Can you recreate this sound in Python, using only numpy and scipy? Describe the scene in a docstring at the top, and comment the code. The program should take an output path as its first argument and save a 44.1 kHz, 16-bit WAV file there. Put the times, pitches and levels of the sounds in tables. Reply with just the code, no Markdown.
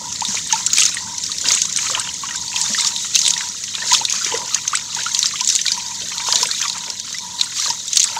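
"""Wet grains rustle up close as a hand swirls and squeezes rice in a pot of water.
Water runs from the fist in fizz and sharp pops, and trapped air gurgles as rising bubbles.
Water sloshes behind the hand, and the pot rings softly when rice is dragged over its bottom.
The pot's walls echo the bubbles, the loudest pops clip, and a kitchen hums faintly underneath."""
import sys
import numpy as np
from scipy import signal
from scipy.fft import rfft, irfft, next_fast_len
from scipy.io import wavfile
from scipy.ndimage import map_coordinates

SR = 44100
rng = np.random.default_rng(int(sys.argv[2]) if len(sys.argv) > 2 else 0)


def persist_wave(psi):
    """Save psi, clipped to +-1, as 16-bit WAV."""
    counts = np.round(np.clip(psi, -1, 1) * 32767).astype(np.int16)
    wavfile.write(sys.argv[1], SR, np.atleast_2d(counts).T)


N = 361179


def amp(db):
    """Decibels to gain."""
    return 10 ** (np.asarray(db) / 20)


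def unit(x):
    """x at rms 1."""
    return x / np.sqrt(np.mean(x ** 2) + 1e-20)


def along(points, hz):
    """Read (freq_hz, value) points on a log frequency axis."""
    freqs, values = np.transpose(points)
    return np.interp(np.log(hz + 1), np.log(freqs + 1), values)


def fader(points):
    """A level for every sample, ramping between (time_s, level_db) points."""
    return np.interp(np.arange(N) / SR, *np.transpose(points))


def wobble(rate):
    """A smooth random curve with rate knots a second."""
    knots = rng.standard_normal(int(N * rate / SR) + 4)
    return map_coordinates(knots, [np.arange(N) * rate / SR])


def filtered(x, response):
    """x through a gain that depends on frequency."""
    size = next_fast_len(N + SR // 2)
    return irfft(rfft(x, size) * response(np.fft.rfftfreq(size, 1 / SR)), size)[:N]


def coloured(x, eq):
    """x through an EQ curve, at rms 1."""
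    return unit(filtered(x, lambda hz: amp(along(eq, hz))))


def placed(times, waves):
    """Mix rows of waves, each starting at its time."""
    index = np.maximum(np.round(times * SR).astype(int), 0) + np.arange(waves.shape[1])
    return np.bincount(index.ravel(), waves.ravel(), N)[:N]


def strokes(rows, rise_s, fall_s, rest_db):
    """Level in dB of strokes that swell, hold and fade over a rest level; rise and fall span 20 dB."""
    t = np.arange(N) / SR
    power = np.zeros(N)
    for start, hold, db in rows:
        near = slice(int(max(start - 3 * rise_s, 0) * SR), int((start + hold + 3 * fall_s) * SR))
        away = np.maximum((start - t[near]) / rise_s, (t[near] - start - hold) / fall_s).clip(0)
        power[near] += amp(db - 20 * away) ** 2
    return 10 * np.log10(power + amp(rest_db) ** 2)


def puffs(times, db, lead_s, t60, eq):
    """Short noise bursts that build up over lead_s and die fast."""
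    t = np.arange(-SR // 60, SR // 20) / SR
    envelope_db = 60 * np.minimum(t / lead_s, -t / t60)
    return placed(times + t[0], amp(db + envelope_db)) * coloured(rng.standard_normal(N), eq)


def chirps(hz, life_s, glide, onset, samples):
    """Bubble tones, one a row: each swells, decays 30 dB per life_s and glides in octaves a second."""
    t = np.arange(samples) / SR
    envelope = (1 - np.exp(-t / (onset * life_s))) ** 2 * amp(-30 * t / life_s)
    envelope /= envelope.max(axis=-1, keepdims=True)
    pitch_hz = np.minimum(hz * 2 ** (glide * t), 3 * hz)
    return envelope * np.sin(2 * np.pi * np.cumsum(pitch_hz, axis=1) / SR)


def swarm(count, band_hz, cycles, rise, spread_db, onset, samples):
    """Random bubbles, the small ones high and brief; nearing the surface they rise in pitch."""
    when, smallness, ring, depth, strength = rng.random((count, 5)).T[:, :, None]
    low_hz, high_hz = band_hz
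    hz = low_hz * (high_hz / low_hz) ** smallness
    life_s = cycles * (.5 + ring) / hz
    glide = 2 * rise * depth / life_s  # on average, rise octaves per life
    gain = amp(-spread_db * np.log(strength + 0.011))  # many quiet, a few loud
    return placed(when * N / SR, gain * chirps(hz, life_s, glide, onset, samples))


# Appliance hum partials, ahead of the fader: pitch_hz, level_db
HUM_TONES = [(112, -54.5), (180, -54.5), (288, -58)]
# Low room tone: freq_hz, gain_db
RUMBLE_EQ = [(20, -32), (45, -24), (65, -3), (85, -0.5), (125, -3), (160, 1.5), (215, 1), (320, -13),
             (480, -12), (750, -34), (1500, -64)]
# Fader ride on hum and room tone: time_s, gain_db
KITCHEN_FADER = [(0, 2.5), (2.8, 0.5), (3.6, -2), (6.4, -0.5), (7.2, -2.5), (8.19, -5)]

def kitchen():
    """A bed of low room noise and wavering appliance hum, both slowly easing off."""
    t = np.arange(N) / SR
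    hum = sum(amp(db + 2 * wobble(6)) * np.sin(2 * np.pi * hz * t + 1.2 * wobble(9))
              for hz, db in HUM_TONES)
    rumble = amp(-47.5) * coloured(rng.standard_normal(N), RUMBLE_EQ)
    return amp(fader(KITCHEN_FADER)) * (hum + rumble)


# Kitchen reverb decay: freq_hz, t60_s
ROOM_DECAY = [(200, 1), (2000, 0.29), (10000, 0.39)]

def room(x):
    """The kitchen's short reverb, lingering longest in the lows."""
    hz, t, noise = signal.stft(rng.standard_normal(SR // 2), SR, nperseg=256)
    decay = amp(-60 * t / along(ROOM_DECAY, hz)[:, None])
    tail = signal.istft(noise * decay, SR, nperseg=256)[1]
    impulse = np.pad(tail, (SR // 150, 0)) / np.linalg.norm(tail)
    return signal.fftconvolve(x, impulse)[:N]


def in_pot(x, echo_db, t60):
    """x plus its bounces between the pot's walls; the paths change as hand and water move."""
    t = np.arange(SR // 40) / SR
    hop = SR // 100
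    padded = np.pad(x, (hop, 2 * hop))
    window = np.sqrt(np.hanning(2 * hop))
    pieces = np.lib.stride_tricks.sliding_window_view(padded, 2 * hop)[::hop] * window
    paths = rng.standard_normal((len(pieces), len(t))) * amp(-60 * t / t60) * (t > .0006)
    paths *= amp(echo_db) / np.linalg.norm(paths, axis=1, keepdims=True)
    echoes = signal.fftconvolve(pieces, paths, axes=1)
    index = hop * np.arange(len(pieces))[:, None] + np.arange(echoes.shape[1])
    return x + np.bincount(index.ravel(), echoes.ravel())[hop:hop + N]


# Resonances of the pot: pitch_hz, width_hz, gain_db
POT_MODES = [(460, 16, -8), (927, 57, 5), (967, 53, 13), (1630, 30, -45)]
# Rice drags across the bottom: start_s, hold_s, level_db
DRAG_CUES = [(0, .08, -36), (.27, 0.051, -37.5), (.56, 0.043, -37.5), (1.01, 0.12, -38), (1.47, 0.034, -38),
             (1.81, 0.037, -41.5), (1.97, 0.12, -38), (2.26, 0.22, -39), (2.56, 0.099, -38),
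             (2.8, 0.17, -41), (3.24, 0.22, -37.5), (3.82, 0.029, -38.5), (3.92, 0.033, -33),
             (4.34, 0.073, -30.5), (4.57, 0.3, -45.5), (4.99, 0.19, -41), (5.42, 0.022, -44),
             (5.75, 0.18, -38), (6.19, 0.16, -33.5), (6.64, 0.26, -39.5), (7.22, 0.21, -39.5),
             (7.68, 0.019, -36), (8.09, .1, -40)]

def pot_ring():
    """Rice dragged over the bottom rubs the pot's water-damped modes, unevenly."""
    def modes(f):
        return sum(amp(db) * abs(2 * f * width / (hz * hz - f * f + 2j * f * width)) ** 2
                   for hz, width, db in POT_MODES)
    level_db = strokes(DRAG_CUES, rise_s=0.074, fall_s=0.11, rest_db=-56)
    contact = amp(1.5 * wobble(22))
    ring = filtered(rng.standard_normal(N), modes)
    return amp(level_db - 1) * unit(contact * ring)


# Dull body of moving water: freq_hz, gain_db
SLOSH_EQ = [(40, -14), (120, 12.5), (220, -3), (350, 1.5), (490, 10.5), (700, 11), (1100, -31), (2000, -13)]
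# Water closes behind the hand: start_s, hold_s, level_db
SLOSH_CUES = [(0, 0.042, -48), (.29, 0.017, -41), (.78, .04, -47), (1.44, 0.099, -40), (1.9, 0.076, -41),
              (2.7, 0.021, -41), (2.9, 0.026, -47), (3.83, 0.2, -43.5), (4.32, 0.12, -39),
              (4.97, 0.028, -45), (6, 0.053, -45), (6.29, 0.17, -38), (6.87, 0.038, -43),
              (7.68, 0.037, -43.5), (8.11, .08, -46)]

def slosh():
    """The water mass laps around the wrist with dull, quickly damped gulps."""
    level_db = strokes(SLOSH_CUES, rise_s=0.037, fall_s=0.055, rest_db=-57.5)
    gulps = swarm(2000, (188.4, 1250), cycles=3.9, rise=.14, spread_db=.5, onset=.034, samples=2200)
    return amp(level_db - 2) * coloured(gulps, SLOSH_EQ)


def spatter(level_db):
    """The finest bubbles of the froth burst with tiny ticks above the rustle."""
    mist = swarm(8000, (8000, 14500), cycles=8, rise=.05, spread_db=4, onset=.1, samples=200)
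    return amp(level_db - 19.5) * coloured(mist, [(8000, 2.2), (10500, -0.49), (14000, -2.7)])


# Wet midrange of air squelching through water: freq_hz, gain_db
SQUELCH_EQ = [(400, -16), (750, -17.5), (1100, -2), (1600, -5), (2300, 5), (3200, 11.5), (5000, -24),
              (9000, -40)]

def gurgle(level_db):
    """The fingers fold air into the water: short rising blips in a wet crackle."""
    blips = swarm(1700, (1200, 3400), cycles=13, rise=.2, spread_db=3.6, onset=.06, samples=1200)
    crackle = swarm(3500, (690, 3240), cycles=2.5, rise=.3, spread_db=8, onset=.05, samples=400)
    wet = amp(-7) * unit(blips) + amp(-4) * coloured(crackle, SQUELCH_EQ)
    return amp(level_db) * in_pot(wet, echo_db=2.5, t60=0.038)


# The largest bubbles: start_s, pitch_hz, level_db, length_s, glide_octaves_per_s
PLOP_CUES = [(.218, 845, -14.5, 0.038, 22.5), (.284, 229, -25.5, 0.06, -12), (.53, 888, -12, 0.058, 2),
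             (.782, 2330, -8.5, 0.011, 13), (.969, 1950, -12, 0.02, -8), (1.458, 278, -32, .05, -1),
             (1.909, 540, -30, 0.067, -4), (1.974, 960, -14.5, .033, 8.5), (2.074, 1470, -17.5, 0.0056, 10),
             (2.234, 1073, -17.5, .032, 5), (2.308, 1900, -20, 0.023, -2), (2.347, 1520, -24.5, 0.027, 5),
             (2.54, 935, -22.5, 0.031, 2), (2.565, 2500, -15, .02, 16), (2.699, 224, -26.5, .072, -3),
             (2.747, 1740, -11, 0.017, 27), (2.781, 1230, -19.5, .026, 11), (2.797, 2090, -18, .02, 3),
             (2.849, 1100, -21, 0.026, 20), (3.166, 2650, -13, 0.03, 12), (3.278, 3100, -6.5, 0.0041, 13),
             (3.365, 1900, -18, 0.015, 0), (3.819, 1774, -20, 0.039, 5.5), (3.913, 1940, -11.5, 0.013, 5),
             (3.918, 952, -11.5, 0.052, 5), (4.012, 840, -16.5, 0.039, 14), (4.263, 400, -25, 0.02, 5),
             (4.265, 2300, -14.5, 0.012, 8), (4.322, 933, -14.5, 0.034, -10.5), (4.34, 496, -15, 0.044, -7),
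             (4.349, 1900, -15, 0.018, 17), (4.731, 1034, -10.5, 0.042, 43.5),
             (4.748, 1840, -16.5, 0.033, 37), (4.964, 880, -23, 0.051, 9.5),
             (4.986, 1390, -23, 0.048, 28.5), (5.062, 1340, -12, 0.039, 6), (5.336, 1070, -23, .035, 19),
             (5.411, 934, -20, 0.046, 8.5), (5.679, 2260, -17.5, .024, 14), (5.775, 1006, -19, 0.031, -8),
             (6.286, 1000, -11.5, 0.015, 11), (6.341, 660, -25, 0.031, 4), (6.43, 990, -13.5, 0.027, -2),
             (6.613, 1760, -17, 0.014, 13), (6.652, 1176, -17.5, .022, -3), (7.144, 1940, -22.5, 0.038, 7),
             (7.701, 916, -19.5, 0.054, 2.5), (8.165, 860, -13, 0.066, 10.5)]

def plops():
    """Large pockets of air pinch off with a squelch and plop up behind the hand."""
    start_s, hz, db, length_s, glide = np.transpose(PLOP_CUES)[:, :, None]
    life_s = .65 * length_s  # the tone decays 30 dB in this part of its length
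    tones = placed(start_s, amp(db - 2) * chirps(hz, life_s, glide, onset=.07, samples=4400))
    squelch = puffs(start_s, db - 10, lead_s=0.0064, t60=0.029, eq=SQUELCH_EQ)
    thud = puffs(start_s, db - 31.5, lead_s=0.0023, t60=0.058, eq=SLOSH_EQ)
    return in_pot(tones, echo_db=-9, t60=.025) + squelch + thud


def drip_cues(rustle_db, count):
    """Cues for pops(): lesser drops fall at random, thicker and louder while the hand squeezes."""
    share = np.cumsum(amp(1.3 * rustle_db))
    at = np.searchsorted(share, (np.arange(count) + rng.random(count)) / count * share[-1])
    size, detune = rng.uniform(-0.99, 1, (count, 2)).T
    level_db = rustle_db[at] + 14.5 + 5 * size
    pitch_hz = 5480 * 2 ** (0.59 * detune)
    return np.column_stack([at / SR, level_db, pitch_hz])


# Bright splat of a drop: freq_hz, gain_db
SPLAT_EQ = [(150, -25), (600, -20.5), (1200, -32), (2000, -3.5), (3700, 8), (7000, 11.5), (9000, -3.5),
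            (15000, -26.5)]
# Thin snap of a breaking water film: freq_hz, gain_db
SNAP_EQ = [(1500, -23), (5000, 11), (9000, 1), (15000, -17)]
# The loudest drops and bursting air pockets: start_s, level_db, pitch_hz
POP_CUES = [(.126, -12.5, 5800), (.208, -10.5, 6600), (.251, -9.5, 3900), (.526, -2.5, 6230),
            (.664, -2, 7330), (.669, -10, 6000), (.733, 1.5, 6560), (.773, -7, 5700), (.786, -13, 4860),
            (.796, -3, 6460), (.805, -0.5, 6380), (.834, -1.5, 6740), (.854, -.5, 6300), (.861, -21, 6130),
            (.892, -10, 5770), (1.182, -9.5, 6100), (1.264, -12.5, 5000), (1.318, -9, 3900),
            (1.486, -3, 4700), (1.513, -11, 4020), (1.519, -1, 6340), (1.618, -1.5, 6400),
            (1.654, -7.5, 6460), (1.726, -8.5, 6800), (1.762, -6, 6100), (2.561, -10, 3340),
            (2.661, -19, 5900), (2.847, -7.5, 4470), (2.871, -5.5, 5600), (3.154, -1, 6100),
            (3.159, 1.5, 3940), (3.191, -2.5, 6390), (3.252, -8, 3900), (3.28, -3.5, 7800),
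            (3.306, -2.5, 6450), (3.378, -10.5, 5840), (3.752, -8.5, 3700), (3.916, -7, 6400),
            (3.93, -2, 6500), (3.942, -5, 5100), (3.948, -1, 3300), (4.052, -3, 3980), (4.098, -10, 6400),
            (4.125, -5.5, 6600), (4.27, -15, 6650), (4.375, -12, 5140), (4.546, -1.5, 6300),
            (4.679, -8.5, 6240), (4.753, -4, 7650), (4.949, -9.5, 6540), (5.148, -7, 4470),
            (5.191, -5, 5930), (5.229, -3.5, 4060), (5.258, -5, 5200), (5.409, -6.5, 5830),
            (5.447, -9, 7200), (5.475, -4, 7440), (5.49, -3.5, 5670), (5.5, -1, 5450), (5.552, -3.5, 7300),
            (5.561, -3.5, 6330), (5.615, -6, 6000), (5.664, -4, 4260), (5.682, -6, 3940),
            (5.719, -5.5, 4640), (6.325, -2, 4930), (6.358, -5.5, 6000), (6.413, -10, 6600),
            (6.43, -5, 5270), (6.513, -7, 4300), (6.616, -6.5, 6100), (6.681, -11, 5100), (6.698, -8, 4020),
            (6.901, -10, 5400), (6.999, -13, 6400), (7.128, -14, 6200), (7.397, -14.5, 3800),
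            (7.412, -0.5, 3740), (7.434, -14, 6400), (7.599, -8, 5560), (7.702, -6.5, 5000),
            (7.932, -4.5, 6500), (7.97, -1, 6330), (7.972, 0.5, 4050), (7.997, -3, 6200), (8.002, -2, 6300),
            (8.017, -7, 3930), (8.041, -3, 7900)]

def pops(drips):
    """Each drop rings a tiny bubble amid a brief splat; its film breaks with a thin snap."""
    start_s, db, hz = np.vstack([POP_CUES, drips]).T[:, :, None]
    pings = amp(db - 0.5) * chirps(hz, life_s=0.0018, glide=18.6, onset=0.19, samples=700)
    ring = placed(start_s - .0002, pings)
    splat = puffs(start_s, db - 8, lead_s=0.0034, t60=0.024, eq=SPLAT_EQ)
    snap_db = 0.37 * db - 24  # snaps vary less in strength
    snap = puffs(start_s, snap_db, lead_s=0.015, t60=0.013, eq=SNAP_EQ)
    return in_pot(ring, echo_db=0.5, t60=0.026) + splat + snap


# Sizzle of tiny bubbles: freq_hz, gain_db
FIZZ_EQ = [(700, -34), (1500, -43), (2600, -14.5), (3700, 16), (5000, 12.5), (6500, 19), (7500, -17),
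           (9000, -7), (15000, -32)]

def fizz(level_db):
    """Water squeezed through the rice frees tiny bubbles."""
    tiny = swarm(8500, (2300, 6500), cycles=11, rise=.08, spread_db=3.4, onset=.08, samples=600)
    squeeze_db = 0.034 * (level_db - np.mean(level_db))  # a tight fist frees more of them
    return amp(level_db + squeeze_db - 1) * coloured(in_pot(tiny, echo_db=7, t60=0.04), FIZZ_EQ)


# Crisp rustle of wet grains: freq_hz, gain_db
RICE_EQ = [(600, -27), (1200, -44), (1650, -23), (1950, -4), (2300, -18), (3100, -7), (4000, -4.5),
           (4900, -3.5), (6500, 6), (7200, 5), (9100, -13.5), (12000, -29), (15500, -27)]

def rice(level_db):
    """Thousands of wet grains rub together; some snap free of their water film with a tiny tick."""
    rubbing = rng.standard_normal(N) * amp(.7 * wobble(45) + .9 * wobble(350))
    ticks = swarm(9000, (4200, 11000), cycles=12, rise=.06, spread_db=4, onset=.06, samples=400)
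    ticks = in_pot(ticks, echo_db=-3, t60=.012)
    grains = coloured(rubbing, RICE_EQ) + .7 * coloured(ticks, RICE_EQ)
    squeeze_db = 0.02 * (level_db - np.mean(level_db))  # a tight fist brings more grains into contact
    return amp(level_db + squeeze_db - 1.94) * grains


# Rustle of the hand circling without pause: time_s, level_db
STIR_FADER = [(0, -30), (1.1, -29.5), (2.2, -28.5), (3.5, -29), (4.85, -31), (5.9, -29.5), (7, -33),
              (7.85, -31), (8.19, -31.5)]
# Fingers close on the rice or plough through it: start_s, hold_s, rustle_db, air_re_rustle_db
SQUEEZE_CUES = [(.29, .1, -24, -15), (.52, .09, -25, -6), (0.767, 0.087, -18.5, -11.5),
                (0.923, .06, -32, -8), (1.243, .17, -31.5, -14), (1.476, .06, -20, -7),
                (1.579, 0.053, -23, -39), (1.789, .12, -23.5, -10), (1.947, .06, -32.5, 1.5),
                (2.271, .07, -37, -2), (2.578, .15, -23.5, -10.5), (2.77, .11, -22.5, -10),
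                (2.967, .09, -25.5, -19), (3.164, .14, -22, -19), (3.383, .06, -29, -7.5),
                (3.756, 0.091, -39.5, 5), (3.883, .085, -20.5, -12.5), (4.126, 0.16, -26.5, -5),
                (4.328, .05, -28.5, -10), (4.514, .04, -29, 0), (4.74, 0.03, -31.5, -2.5),
                (4.968, .13, -29, -5.5), (5.154, .11, -24.5, -15), (5.349, .09, -31, -9),
                (5.487, .09, -24.5, -13.5), (5.662, .08, -29.5, -6.5), (6.009, 0.27, -34, -4),
                (6.276, .165, -22.5, -13), (6.522, .14, -27.5, -4.5), (6.77, 0.11, -35, -3.5),
                (7.077, .07, -35.5, -5), (7.409, .04, -33, -1.5), (7.581, .12, -24.5, -8.5),
                (7.962, .075, -23.5, -17), (8.093, 0.074, -33, -1.5)]

def hand():
    """Levels of rustle, fizz and gurgle: a firmer grip raises all three, folded-in air the last two."""
    def squeezes(air_share, rest_db):
        rows = [(start, hold, db + air_share * air) for start, hold, db, air in SQUEEZE_CUES]
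        return strokes(rows, rise_s=0.089, fall_s=0.11, rest_db=rest_db)
    stir_db = fader(STIR_FADER)
    froth_db = -1.57 + 0.56 * np.arange(N) / SR  # the fizz grows as the water froths
    rustle_db = squeezes(air_share=0, rest_db=stir_db)
    fizz_db = squeezes(air_share=0.22, rest_db=stir_db - 3) + froth_db
    gurgle_db = squeezes(air_share=1, rest_db=stir_db - 15.5)  # plain stirring folds in little air
    return rustle_db, fizz_db, gurgle_db


def scene():
    """Water, rice and pot in close mono, with a touch of reverb over the kitchen bed."""
    rustle_db, fizz_db, gurgle_db = hand()
    drips = drip_cues(rustle_db, count=60)
    water = fizz(fizz_db) + gurgle(gurgle_db) + slosh() + pops(drips) + plops()
    washing = water + rice(rustle_db) + spatter(fizz_db) + pot_ring()
    return (washing + amp(-34) * room(washing) + kitchen())[None]


def record(dry):
    """The loudest pops clip at full scale, then the very top of the treble is cut."""
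    clipped = np.clip(dry[0], -1, 1)
    return filtered(clipped, lambda hz: hz < 15700)[None]


dry = scene()
out = record(dry)
persist_wave(out)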